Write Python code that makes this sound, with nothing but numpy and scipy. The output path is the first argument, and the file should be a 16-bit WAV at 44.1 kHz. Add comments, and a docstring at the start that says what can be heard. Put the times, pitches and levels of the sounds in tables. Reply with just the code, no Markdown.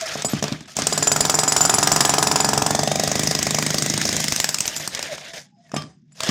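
"""An electric demolition hammer pounds a concrete slab about 23 times a second, outdoors near a phone.
It is set down first, and afterwards levered out and set down again. Each blow is a blunt knock with slab modes,
a noise burst of cracking grit and dying steel modes of the chisel, choked when the tip presses on concrete again.
Between blows run coloured noise (rattle, hiss, rumble) and fuzzy gear and armature whines; drops of the tool
make the slab boom, fuzzy tones sing in the handled tool, and sparse echoes answer the blows."""
import sys
import numpy as np
from scipy import signal
from scipy.fft import rfft, irfft
from scipy.io import wavfile
from scipy.ndimage import uniform_filter1d

SR = 44100
rng = np.random.default_rng(int(sys.argv[2]) if len(sys.argv) > 2 else 0)


def bounce(signal):
    """Save signal as a 16-bit WAV file at the path given by the first command-line argument."""
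    frames = np.transpose(np.atleast_2d(signal))
    limited = np.clip(frames, -1, 1)
    pcm = np.round(limited * 32767).astype(np.int16)
    wavfile.write(sys.argv[1], SR, pcm)


def elevation(decibels):
    """Turn decibel levels (scalar or array-like) into linear amplitude ratios."""
    levels = np.asarray(decibels, float)
    return 10 ** (levels / 20)


N = 277830

SHANK_HZ = 12500
RING_DB = -14.5  # chisel ring of a bare tip, before the trim in chisel()

# Work of the hammer: (time [s], knock pitch [Hz], tip depth [0-1], knock level [dB], motor effort [dB], load [0-1])
WORK_POINTS = [(0.751, 650, 0.37, -13, 3.5, 0.4), (1.102, 673, 0.18, -6.5, 0, 0.79),
               (1.603, 780, 0.02, -6, 2.5, 0.5), (2, 810, 0.03, -4, 3.5, 0.69),
               (2.65, 763, 0.31, -3, -1, 1), (2.85, 685, 0.63, -6.5, -0.5, 1),
               (3.08, 640, 0.46, -8.5, 1, 0.85), (3.199, 640, 0.29, -13, 3, 0.68),
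               (3.598, 644, 0.34, -13, 2, 0.73), (4.15, 550, 0.41, -21.5, 6, 0.49),
               (4.35, 547, 0, -56, 4, 0), (4.5, 676, 0.12, -16, -1.5, 0.19), (4.9, 663, 0.3, -46, -5, 0.26)]
# Piston speed from run-up to run-down: (time [s], rate [blows per s])
PISTON_SPEED = [(.87, 17.05), (1.08, 22.49), (1.37, 21.78), (1.56, 23.46), (1.69, 22.45), (2.56, 22.92),
                (2.85, 23.87), (2.94, 24.91), (3.31, 25.75), (3.7, 25.17), (4.19, 26.97), (4.26, 24.27),
                (4.37, 25.98), (4.6, 14.92), (4.9, 6.8)]
# Tool's weight dropping on the slab: (time [s], boom level [dB], housing clank level [dB])
TOOL_DROPS = [(0.154, -27.5, -37), (0.247, -20.5, -29), (0.3337, -12, -26), (0.424, -21, -21),
              (0.519, -17, -28), (0.787, -23, -18), (5.736, -21.5, -33), (5.764, -20, -13),
              (6.29, -11.5, -15.5)]
# Ringing modes of the tool housing: (frequency [Hz], level [dB], t60 [s])
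HOUSING_MODES = [(1173, -11, 0.21), (2300, -30.5, 0.21), (2840, -12, 0.053), (3170, -16.5, 0.2),
                 (3560, -29.5, .22), (4900, -28, 0.33), (5260, -11.5, 0.15)]


def read(points, hz):
    """Value of a spectrum on a log-frequency axis."""
    f, value = np.transpose(points)
    return np.interp(np.log(hz + 1), np.log(f + 1), value)


def evened(x):
    """Scales to rms 1."""
    return x / np.sqrt(np.mean(x ** 2) + 1e-20)


def smooth_noise(size):
    """Slow random curve of rms 1: a moving average of white noise."""
    return evened(uniform_filter1d(rng.standard_normal(N), size))


def smooth_patches(shape, bins, frames):
    """Random time-frequency patches of rms 1."""
    across = uniform_filter1d(rng.standard_normal(shape), bins, axis=0)
    return evened(uniform_filter1d(across, frames, axis=1))


def coloured(x, points):
    """Gives x the colour of a spectrum."""
    gain = elevation(read(points, np.fft.rfftfreq(len(x), 1 / SR)))
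    return irfft(rfft(x) * gain, len(x))


def ring(modes, t, phase_turns):
    """Sum of dying sines."""
    hz, db, t60_s = np.transpose(modes)[:, :, None]
    sines = np.sin(2 * np.pi * (hz * t + phase_turns))
    return (elevation(db - 60 * t / t60_s) * sines).sum(0)


def whine(hz, width_hz):
    """A fuzzy whistle of rms 1: slow noise shifted up to a moving pitch."""
    r = np.exp(-np.pi * width_hz / SR)
    noise = rng.standard_normal(N) + 1j * rng.standard_normal(N)
    slow = signal.lfilter([1], [1, -2 * r, r * r], noise)
    carrier = np.exp(2j * np.pi * np.cumsum(hz) / SR)
    return evened((slow * carrier).real)


def patchy(points, patchy_db, grain_db):
    """Grainy noise of rms 1 whose colour flickers in small patches."""
    grain_gain = elevation(grain_db * np.minimum(rng.exponential(1, N), 4))
    grains = grain_gain * rng.standard_normal(N)
    z = signal.stft(coloured(grains, points), nperseg=256)[2]
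    patches = smooth_patches(z.shape, 4, 8)
    flicker = evened(uniform_filter1d(rng.standard_normal(z.shape[1]), 5))
    z = z * elevation(patchy_db * patches + 1.7 * flicker)
    return evened(signal.istft(z, nperseg=256)[1][:N])


def train(blows, gain, lead_s=0):
    """One click at every blow, lead_s ahead of it."""
    clicks = np.zeros(N)
    clicks[np.round((blows[:, 0] - lead_s) * SR).astype(int)] = gain
    return clicks


def swell(start_s, length_s, rise_s, fade_db_per_s):
    """Rises, holds and fades."""
    t = np.arange(N) / SR - start_s
    return np.clip(t / rise_s, 0, 1) * elevation(-fade_db_per_s * np.maximum(t - length_s, 0))


def all_blows():
    """Piston blows on whole turns, weaker for a buried tip, merged with bumps: rows (s, crack, knock, ring dB)."""
    # Tip bumping concrete or rubble in handling: (time [s], crack level [dB], knock level [dB], ring level [dB])
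    bumps = [(0.012, -19.5, -53, -52), (0.157, -52, -15, -61), (0.1914, -41, -29, -50),
             (0.222, -18, -40, -62), (0.2483, -16, -10, -14.5), (0.335, -21.5, -16, -38),
             (0.4271, -15.5, -11.5, -30), (0.441, -15, -12.5, -40), (0.482, -23, -25, -53),
             (0.525, -22.5, -25, -64), (0.533, -43, -48, -64), (0.608, -33.5, -42, -64),
             (.658, -44, -54, -64), (0.768, -12, -26, -51), (0.789, -17, -10, -38), (0.821, -16, -25, -52),
             (4.5858, -14.5, -48, -45), (4.6565, -16.5, -22.5, -36), (4.799, -28, -32, -38),
             (4.9498, -14.5, -35, -50), (4.974, -29, -47, -51), (4.993, -17, -46, -56),
             (5.0284, -14.5, -33, -52), (5.06, -43, -46, -58), (5.182, -29, -28, -63),
             (5.336, -39, -53, -44), (5.695, -53, -77, -68), (5.7183, -34, -53, -63),
             (5.7425, -32, -12, -35), (5.765, -20, -19, -42), (5.822, -32, -47, -63),
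             (5.838, -44, -53, -64), (6.121, -54, -74, -53), (6.155, -53, -63, -64),
             (6.206, -15.5, -44, -58), (6.235, -14.5, -30, -56), (6.273, -25, -38, -55),
             (6.2915, -17, -20, -46)]
    # Blows that stand out: (time [s], crack level [dB], ring level [dB])
    marked = [(.87, -7, -33.5), (.93, -15.5, -11.5), (1.03, -13, -17), (1.07, -10, -16.5), (1.12, -7, -13),
              (1.21, -5, -14), (1.3, -4.5, -14), (1.34, -12, -14), (1.48, -16, -11.5), (1.57, -4, -13),
              (1.61, -9, -11), (1.65, -6.5, -9.5), (1.7, -5.5, -14.5), (1.83, -6.5, -14),
              (1.875, -3.5, -38.5), (1.92, -3, -14), (2.01, -2, -11), (2.23, -7.5, -13.5),
              (2.36, -6, -19.5), (2.58, -9, -21), (4.4, -6, -23), (4.445, -4.5, -40), (4.545, -6, -43),
              (4.765, -15, -20.5), (4.88, -12, -39)]
    # The slab gives way: start and end [s]
    broken_s = (2.9, 3.3)
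    crack_db, crack_buried_db, crack_spread_db = -6.5, -13, -0.5  # bare tip, change when buried, chance
    ring_buried_db, ring_spread_db = -37, 3
    ring_broken_db, ring_unloaded_db = -12, -6  # rubble damps the chisel
    knock_spread_db, loose_spread_db = 0.8, 2.5  # chance on firm concrete, added once broken
    jitter_s = 0.0003

    t = np.arange(PISTON_SPEED[0][0], PISTON_SPEED[-1][0], 1 / SR)
    turns = np.cumsum(np.interp(t, *np.transpose(PISTON_SPEED))) / SR
    s = np.interp(np.arange(int(turns[-1]) + 1), turns, t)
    late, hard, firm, free = rng.standard_normal((len(s), 4)).T
    at, _, depth, knock_db, _, load = np.transpose(WORK_POINTS)
    buried = np.clip(np.interp(s, at, depth), 0, 1)
    broken = np.interp(s, broken_s, (0, 1))
    unloaded = 1 - np.interp(s, at, load)

    cracks_db = crack_db + crack_buried_db * buried + crack_spread_db * hard
    spread_db = knock_spread_db + loose_spread_db * broken
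    knocks_db = np.interp(s, at, knock_db) + spread_db * np.clip(firm, -2, 1)
    rings_db = RING_DB + ring_buried_db * buried + ring_spread_db * free
    rings_db = rings_db + ring_broken_db * broken + ring_unloaded_db * unloaded ** 2
    rows = np.transpose([s + jitter_s * late, cracks_db, knocks_db, rings_db])
    for marked_s, *levels_db in marked:
        rows[np.argmin(abs(s - marked_s)), 1::2] = levels_db
    rows = np.vstack([rows, bumps])
    return rows[np.argsort(rows[:, 0])]


def loudness():
    """Gains of rattle, hiss and rumble: the motor, the scrapes and the drops add up in power."""
    # Floor that never stops: rattle, hiss, rumble levels [dB]
    still_db = [-81, -79.5, -66.5]
    # Tool dragged or levered through grit:
    # (start [s], rise [s], length from start to fade [s], housing rattle level [dB], grit hiss level [dB])
    scrapes = [(-.03, 0.068, 0.054, -28.5, -31.5), (0.056, 0.0052, 0.084, -29, -31),
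               (0.168, 0.0071, 0.035, -30, -32.5), (0.28, 0.0072, 0.11, -33.5, -36.5),
               (0.425, 0.0057, 0.1, -33.5, -41), (0.553, 0.0043, 0.089, -47.5, -51),
               (0.675, 0.0046, 0.045, -42, -41.5), (4.637, .015, 0.12, -36, -34),
               (4.796, 0.0098, 0.051, -31, -34), (4.901, 0.04, 0.18, -32.5, -36),
               (5.093, 0.036, 0.045, -31, -32), (5.173, 0.004, 0.12, -38, -42.5),
               (5.332, .005, 0.049, -37, -37), (5.537, 0.15, 0.37, -62, -62.5),
               (5.759, 0.0037, 0.014, -32, -39), (6.044, 0.17, .14, -64, -64),
               (6.143, 0.039, .06, -47.5, -45.5), (6.181, 0.099, 0.13, -25.5, -28.5)]
    start_s, run_up_s, full_blows_per_s = 0.75, 0.035, 24
    rattle_motor_db, hiss_motor_db, rumble_motor_db = -34.5, -32.5, -28  # at full speed and 0 dB effort
    rumble_unloaded_db = -15.5
    fade_db_per_s = 277  # motor and scrapes

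    t = np.arange(N) / SR
    at, *_, effort_db, load = np.transpose(WORK_POINTS)
    speed = np.interp(t, *np.transpose(PISTON_SPEED)) / full_blows_per_s
    motor = swell(start_s, PISTON_SPEED[-1][0] - start_s, run_up_s, fade_db_per_s)
    motor = motor * speed ** 0.23 * elevation(np.interp(t, at, effort_db))
    rumble_db = rumble_motor_db + rumble_unloaded_db * (1 - np.interp(t, at, load))
    motor_db = np.array([rattle_motor_db + 0 * t, hiss_motor_db + 0 * t, rumble_db])
    power = elevation(np.array(still_db))[:, None] ** 2 + (motor * elevation(motor_db)) ** 2
    for scrape_s, rise_s, length_s, rattle_db, hiss_db in scrapes:
        shares = elevation(np.array([rattle_db, hiss_db, rattle_db - 22]))
        power += np.outer(shares, swell(scrape_s, length_s, rise_s, fade_db_per_s)) ** 2
    for drop_s, boom_db, _ in TOOL_DROPS:  # the ground shivers on
        shiver = swell(drop_s, 0, rise_s=0.024, fade_db_per_s=133.5)
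        power[2] += (elevation(boom_db - 12.5) * shiver) ** 2
    return np.sqrt(power)


def running(rattle, hiss, rumble):
    """Rattle and hiss over a lumpy rumble; gear and armature whines follow the motor speed and load."""
    # Relative spectra: (frequency [Hz], density [dB per Hz])
    rattle_spectrum = [(250, -7), (450, -5.5), (650, 3), (950, -8.5), (1350, -6.5), (1650, 1.5), (2100, 1),
                       (2800, -3), (3600, -0.5), (4600, -7.5), (8000, -48.5)]
    hiss_spectrum = [(2500, -30.5), (4200, -13.5), (5020, -4), (6710, -5.5), (8000, -15.5), (8900, -14.5),
                     (10400, -21.5), (14900, -28), (16200, -51)]
    rumble_spectrum = [(30, -43.5), (65, -7.5), (120, -2), (155, 6), (210, -6), (280, -1), (380, -6),
                       (900, -88)]
    # Gear mesh, its overtone, armature: (multiple of blow rate, width [Hz], level [dB])
    whines = [(76, 200, -3.5), (148, 250, 2), (258, 550, -2.5)]

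    t = np.arange(N) / SR
    at, _, depth, *_, load = np.transpose(WORK_POINTS)
    blows_per_s = np.interp(t, *np.transpose(PISTON_SPEED))
    share = np.clip(np.interp(t, at, load), 0, 1)
    buried = np.clip(np.interp(t, at, depth), 0, 1)
    gears, overtone, armature = (share * elevation(db) * whine(order * blows_per_s, width_hz)
                                 for order, width_hz, db in whines)

    grit = patchy(hiss_spectrum, patchy_db=-1.5, grain_db=8.0)
    # scraping sings in the metal, now and then
    steel = evened(signal.oaconvolve(grit, ring(HOUSING_MODES[1:], t[:400], 0))[:N])
    steel = steel * elevation(3.5 * smooth_noise(2500))
    housing = patchy(rattle_spectrum, patchy_db=2.5, grain_db=3.0)
    ground = evened(coloured(rng.standard_normal(N), rumble_spectrum))

    rattling = rattle * (housing + gears + overtone * buried)
    hissing = hiss * (grit + elevation(-13.5) * (1.2 - share) * steel + armature)
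    return rattling + hissing + elevation(-0.5) * rumble * ground


def yard_hum():
    """Steady low hum nearby: narrow fuzzy tones."""
    # (frequency [Hz], level [dB])
    hums = [(150, -54), (192, -56), (234, -61)]
    return sum(elevation(db) * whine(np.full(N, hz), width_hz=28) for hz, db in hums)


def slab(blows, lead_s=0.002656, rubble_db=-19, rubble_t60_s=0.15):
    """A blunt knock rings the slab and shakes rubble; a buried tip knocks later, longer, duller."""
    # Slab modes: (frequency [Hz], level [dB], t60 [s])
    slab_modes = [(273.6, -23.5, 0.15), (428, -18.5, 0.085), (690, -11.5, 0.03), (758, -25, 0.21),
                  (850, -33, 0.027), (1030, -26.5, 0.2), (1262, -25, 0.13), (1430, -21, 0.049),
                  (1700, -18.5, 0.076)]
    # Knock coming back from slab edges and tool body: (delay [s], gain [ratio, negative = turned over])
    returns = [(.003, .38), (.0125, -.22), (.0143, .15), (.0192, -.16), (.025, -.16)]
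    edge_share, edge_pitch = 0.4, 1.85  # sharper edge of a bare tip; pitch as multiple of the knock's
    bed_turns_per_s, loose_db = 0.9, -3

    out, t = np.zeros(N + 6000), np.arange(6000) / SR
    s, _, knock_db, _ = blows.T
    at, pitch_hz, depth, *_ = np.transpose(WORK_POINTS)
    chance = rng.standard_normal((len(blows), len(slab_modes)))
    # the bed answers alike from blow to blow
    beds = [whine(np.full(N, 950.), width_hz=1700)[k * 9000:][:len(t)] for k in (1, 2)]
    loose = np.resize(whine(np.full(N, 1000.), width_hz=1100), len(out))
    depth = np.clip(np.interp(s, at, depth), 0, 1)
    for start_s, db, hz, buried, strength in zip(s, knock_db, np.interp(s, at, pitch_hz), depth, chance):
        first = round((start_s - lead_s) * SR)
        turns = hz * t - 1 - 0.8 * buried
        cycles = np.where(turns < 0, 0.55 + 0.4 * buried, 0.52 + 1.5 * buried)
        edge = edge_share * (1 - buried) ** 2 * np.cos(2 * np.pi * edge_pitch * turns)
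        blunt = -(np.cos(2 * np.pi * turns) + edge) * np.exp(-(turns / cycles) ** 2)
        echoes = sum(gain * np.roll(blunt, round(delay_s * SR)) for delay_s, gain in returns)
        back = (1 - buried) * echoes

        settle = 2 * np.pi * bed_turns_per_s * start_s  # the bed changes slowly as the hole grows
        bed = np.cos(settle) * beds[0] + np.sin(settle) * beds[1]
        rubble = bed + elevation(loose_db) * loose[first:][:len(t)]
        rubble_gain = elevation(rubble_db - 14.0 * buried - 60 * t / rubble_t60_s)
        modes = np.array(slab_modes, float)
        modes[:, 0] *= 1 + 0.005 * strength[::-1]  # the tip never lands on quite the same spot
        octaves_up = np.log2(np.maximum(modes[:, 0] / 800, 1))
        modes[:, 1] += 1.5 * strength - 14 * buried * octaves_up
        shake = ring(modes, t, 0) + rubble_gain * rubble
        onset = 1 - np.exp(-(t / 0.0021) ** 2)
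        out[first:][:len(t)] += elevation(db + 0.5) * (blunt + back + shake * onset)
    return out[:N]


def crack(blows, snap_s=0.0025, burst_s=0.0057, tail_db=-15, tail_t60_s=0.096):
    """Concrete splinters in a burst of a few ms, shorter off load, then chips and dust trickle after."""
    # Relative spectrum of splintering: (frequency [Hz], level [dB])
    crack_spectrum = [(500, -7.5), (1500, -6), (4300, -4), (5200, 4), (6500, 0.5), (8200, 0), (10500, -20),
                      (15000, -13.5), (16200, -29.5)]
    soft_tilt_db_per_octave, soft_from_db = -7, -11.5  # gentle blows are duller; full tilt 15 dB lower

    t = np.arange(8000) / SR
    at, *_, load = np.transpose(WORK_POINTS)
    load = np.clip(np.interp(np.arange(N) / SR, at, load), 0, 1)
    clicks = train(blows, elevation(blows[:, 1]), lead_s=0.0011)
    attack = 1 - np.exp(-t / 0.00022)
    tail = elevation(tail_db - 60 * t / tail_t60_s)
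    envelope = np.zeros(N)
    for share, length_s in ((load, burst_s), (1 - load, snap_s)):
        shape = attack * (np.exp(-(t / length_s) ** 3.1) + tail)
        envelope += signal.oaconvolve(clicks * share, shape)[:N]

    z = signal.stft(coloured(rng.standard_normal(N), crack_spectrum), nperseg=128)[2]
    tint = smooth_patches(z.shape, 4, 5)  # no two chips alike
    octaves = np.log2(np.clip(np.fft.rfftfreq(128, 1 / SR), 2000, 14000) / 6000)[:, None]
    level_db = np.interp(np.arange(z.shape[1]) * 64 / SR, blows[:, 0], blows[:, 1])
    softness = np.clip((soft_from_db - level_db) / 15, 0, 1)
    z = z * elevation(2.6 * tint + soft_tilt_db_per_octave * octaves * softness)
    grit = evened(signal.istft(z, nperseg=128)[1][:N])
    return elevation(0.5) * grit * envelope


def chisel(blows, spread_db=3.5, choke_s=0.005):
    """Steel modes, struck a little differently each time, choked when the tip lands again before the next blow."""
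    # Chisel modes: (frequency [Hz], level [dB], t60 [s])
    chisel_modes = [(4920, -12, 0.071), (4940, -11.5, 0.089), (5470, -23.5, 0.034), (7040, -2, 0.061),
                    (7170, 1.5, 0.052), (7900, -15, 0.35), (9950, -8, 0.053), (12300, -33.5, 0.1),
                    (13390, -32, .2)]

    out, t = np.zeros(N + 5000), np.arange(5000) / SR
    chance = rng.standard_normal((len(blows), 3, len(chisel_modes)))
    s, *_, ring_db = blows.T
    free_s = np.diff(s, append=N / SR) * rng.uniform(0.45, 0.8, len(s))
    onset = 1 - np.exp(-t / 0.0017)
    for start_s, db, free, (strength, detune, phase) in zip(s, ring_db, free_s, chance):
        modes = np.array(chisel_modes, float)
        modes[:, 0] *= 1 + 0.003 * detune
        modes[:, 1] += spread_db * strength + db + 6.0
        choke = np.exp(-np.maximum(t - free, 0) / choke_s)
        out[round(start_s * SR):][:len(t)] += choke * onset * ring(modes, t, phase[:, None])

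    # the shank pings in its holder just before the next blow, and chatters there
    freed_db = np.minimum(ring_db[:-1] - RING_DB, 0) + 6 * rng.standard_normal(len(s) - 1)
    pings = train(blows[1:], elevation(-35.5 + freed_db), lead_s=0.008)
    out[:N] += signal.oaconvolve(pings, ring([(SHANK_HZ, 0, 0.03)], t[:1500], 0))[:N]
    return out[:N] * (1 + 0.45 * smooth_noise(120))


def singing(sharpness=50, flutter_db=2.5):
    """Fuzzy, fluttering, gliding tones in the tool while lifted, pushed or levered; each swells early and fades."""
    # (start [s], end [s], first pitch [Hz], last pitch [Hz], level [dB])
    tones = [(0.014, 0.07, 677, 596, -32), (0.058, 0.14, 670, 630, -32.5),
             (0.293, .33, SHANK_HZ, SHANK_HZ, -38), (4.505, 4.55, SHANK_HZ, SHANK_HZ, -41),
             (4.59, 4.615, SHANK_HZ, SHANK_HZ, -42), (4.66, 4.682, SHANK_HZ, SHANK_HZ, -35),
             (4.7, 4.88, SHANK_HZ, SHANK_HZ, -41), (5.087, 5.144, 690, 550, -33.5),
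             (5.163, 5.412, 683, 672, -49), (5.405, 5.607, 830, 815, -66), (5.524, 5.72, 5100, 5070, -73),
             (5.566, 5.765, 690, 664, -55.5), (5.629, 5.73, 2040, 1620, -62), (6.203, 6.325, 632, 658, -37)]
    out = np.zeros(N)
    for start_s, end_s, first_hz, last_hz, db in tones:
        part = np.clip((np.arange(N) / SR - start_s) / (end_s - start_s), 0, 1)
        flutter = elevation(flutter_db * smooth_noise(900))
        glide_hz = first_hz + (last_hz - first_hz) * part
        sung = whine(glide_hz, width_hz=8 + min(first_hz / sharpness, 110))
        out += elevation(db) * np.sin(np.pi * part ** 0.7) ** 0.7 * flutter * sung
    return out


def yard(x, t60_s=0.36, first_s=0.006):
    """Sparse echoes of random sign from walls and paving, the same for every blow."""
    at = np.arange(round(first_s * SR), 9000, 20)
    taps = np.zeros(9020)
    signs = rng.choice([-1., 1.], len(at))
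    taps[at + rng.integers(0, 20, len(at))] = signs * elevation(-60 * at / SR / t60_s)
    return signal.oaconvolve(x, taps / np.linalg.norm(taps))[:N]


def thuds(blows, rumble, over_db=7.0, rock_db=-1.0):
    """The loose slab booms at each drop of the tool, and at each blow as strongly as the ground rumbles."""
    # Loose slab bouncing on its bed: (frequency [Hz], level [dB], t60 [s])
    thud_modes = [(150.7, -6, 0.19), (216.5, 14.5, 0.027)]
    # Whole slab rocking: (frequency [Hz], level [dB], t60 [s])
    rock_modes = [(155.2, -7, 0.26), (207.6, -6.5, 0.12), (275, -7, 0.13)]

    t = np.arange(16000) / SR
    chance_db = 1.9 * rng.standard_normal(len(blows))
    strength = rumble[(blows[:, 0] * SR).astype(int)] * elevation(over_db + chance_db)
    kicks = train(blows, strength, lead_s=-0.0016)
    drops, clanks = (train(np.array(TOOL_DROPS), elevation(db)) for db in np.transpose(TOOL_DROPS)[1:])
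    # a short slab moves no deep bass
    firm = signal.sosfilt(signal.butter(2, 90, "high", fs=SR, output="sos"), drops)
    thud = ring(thud_modes, t, 0) * (1 - np.exp(-t / 0.0026))
    rock = ring(rock_modes, t, 0) * (1 - np.exp(-t / 0.01))
    boom = signal.oaconvolve(kicks + firm, thud)
    rocking = signal.oaconvolve(firm + elevation(rock_db) * kicks, rock)
    buzz = 1 + 0.54 * smooth_noise(150)  # loose parts
    clanking = buzz * signal.oaconvolve(clanks, ring(HOUSING_MODES, t, 0))[:N]
    return (boom + rocking)[:N] + clanking


def dim_faint_treble(x):
    """Turns down very faint treble, bin by bin, by its smoothed level."""
    gate_db, depth_db, from_hz = -95.5, -21.5, 8850
    hz, _, z = signal.stft(x, SR, nperseg=512)
    power = uniform_filter1d(uniform_filter1d(abs(z) ** 2, size=15, axis=-2), size=3, axis=-1)
    level_db = 10 * np.log10(abs(power) + 1e-16)
    faint = 1 / (1 + np.exp((level_db - gate_db) / 2))
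    treble = 1 / (1 + (from_hz / (hz[:, None] + 1)) ** 10)
    return signal.istft(z * elevation(depth_db * faint * treble), SR, nperseg=512)[1][..., :N]


def scene():
    """Blows with their echoes over the running tool, its singing and the hum."""
    blows, gains = all_blows(), loudness()
    low = slab(blows)
    high = crack(blows) + chisel(blows)
    echoes = yard(elevation(-9.5) * low + elevation(-13.5) * high)
    struck = low + high + thuds(blows, gains[2]) + echoes
    return (struck + running(*gains) + singing() + yard_hum())[None]


def band_limit(x):
    """A steep low-pass at the top of the band."""
    return signal.sosfilt(signal.butter(12, 16990, fs=SR, output="sos"), x)


def record(dry):
    """Dims faint treble, then a low cut, soft overload and a 16 kHz treble limit."""
    thin = signal.sosfilt(signal.butter(3, 60, "high", fs=SR, output="sos"), dim_faint_treble(dry))
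    squeezed = 0.6 * np.tanh(thin / 0.81)
    lowpass = signal.firwin(255, 16250, window=("kaiser", 6), fs=SR)
    mix = signal.oaconvolve(squeezed, lowpass[None], "same")
    return band_limit(mix)


dry = scene()
out = record(dry)
bounce(out)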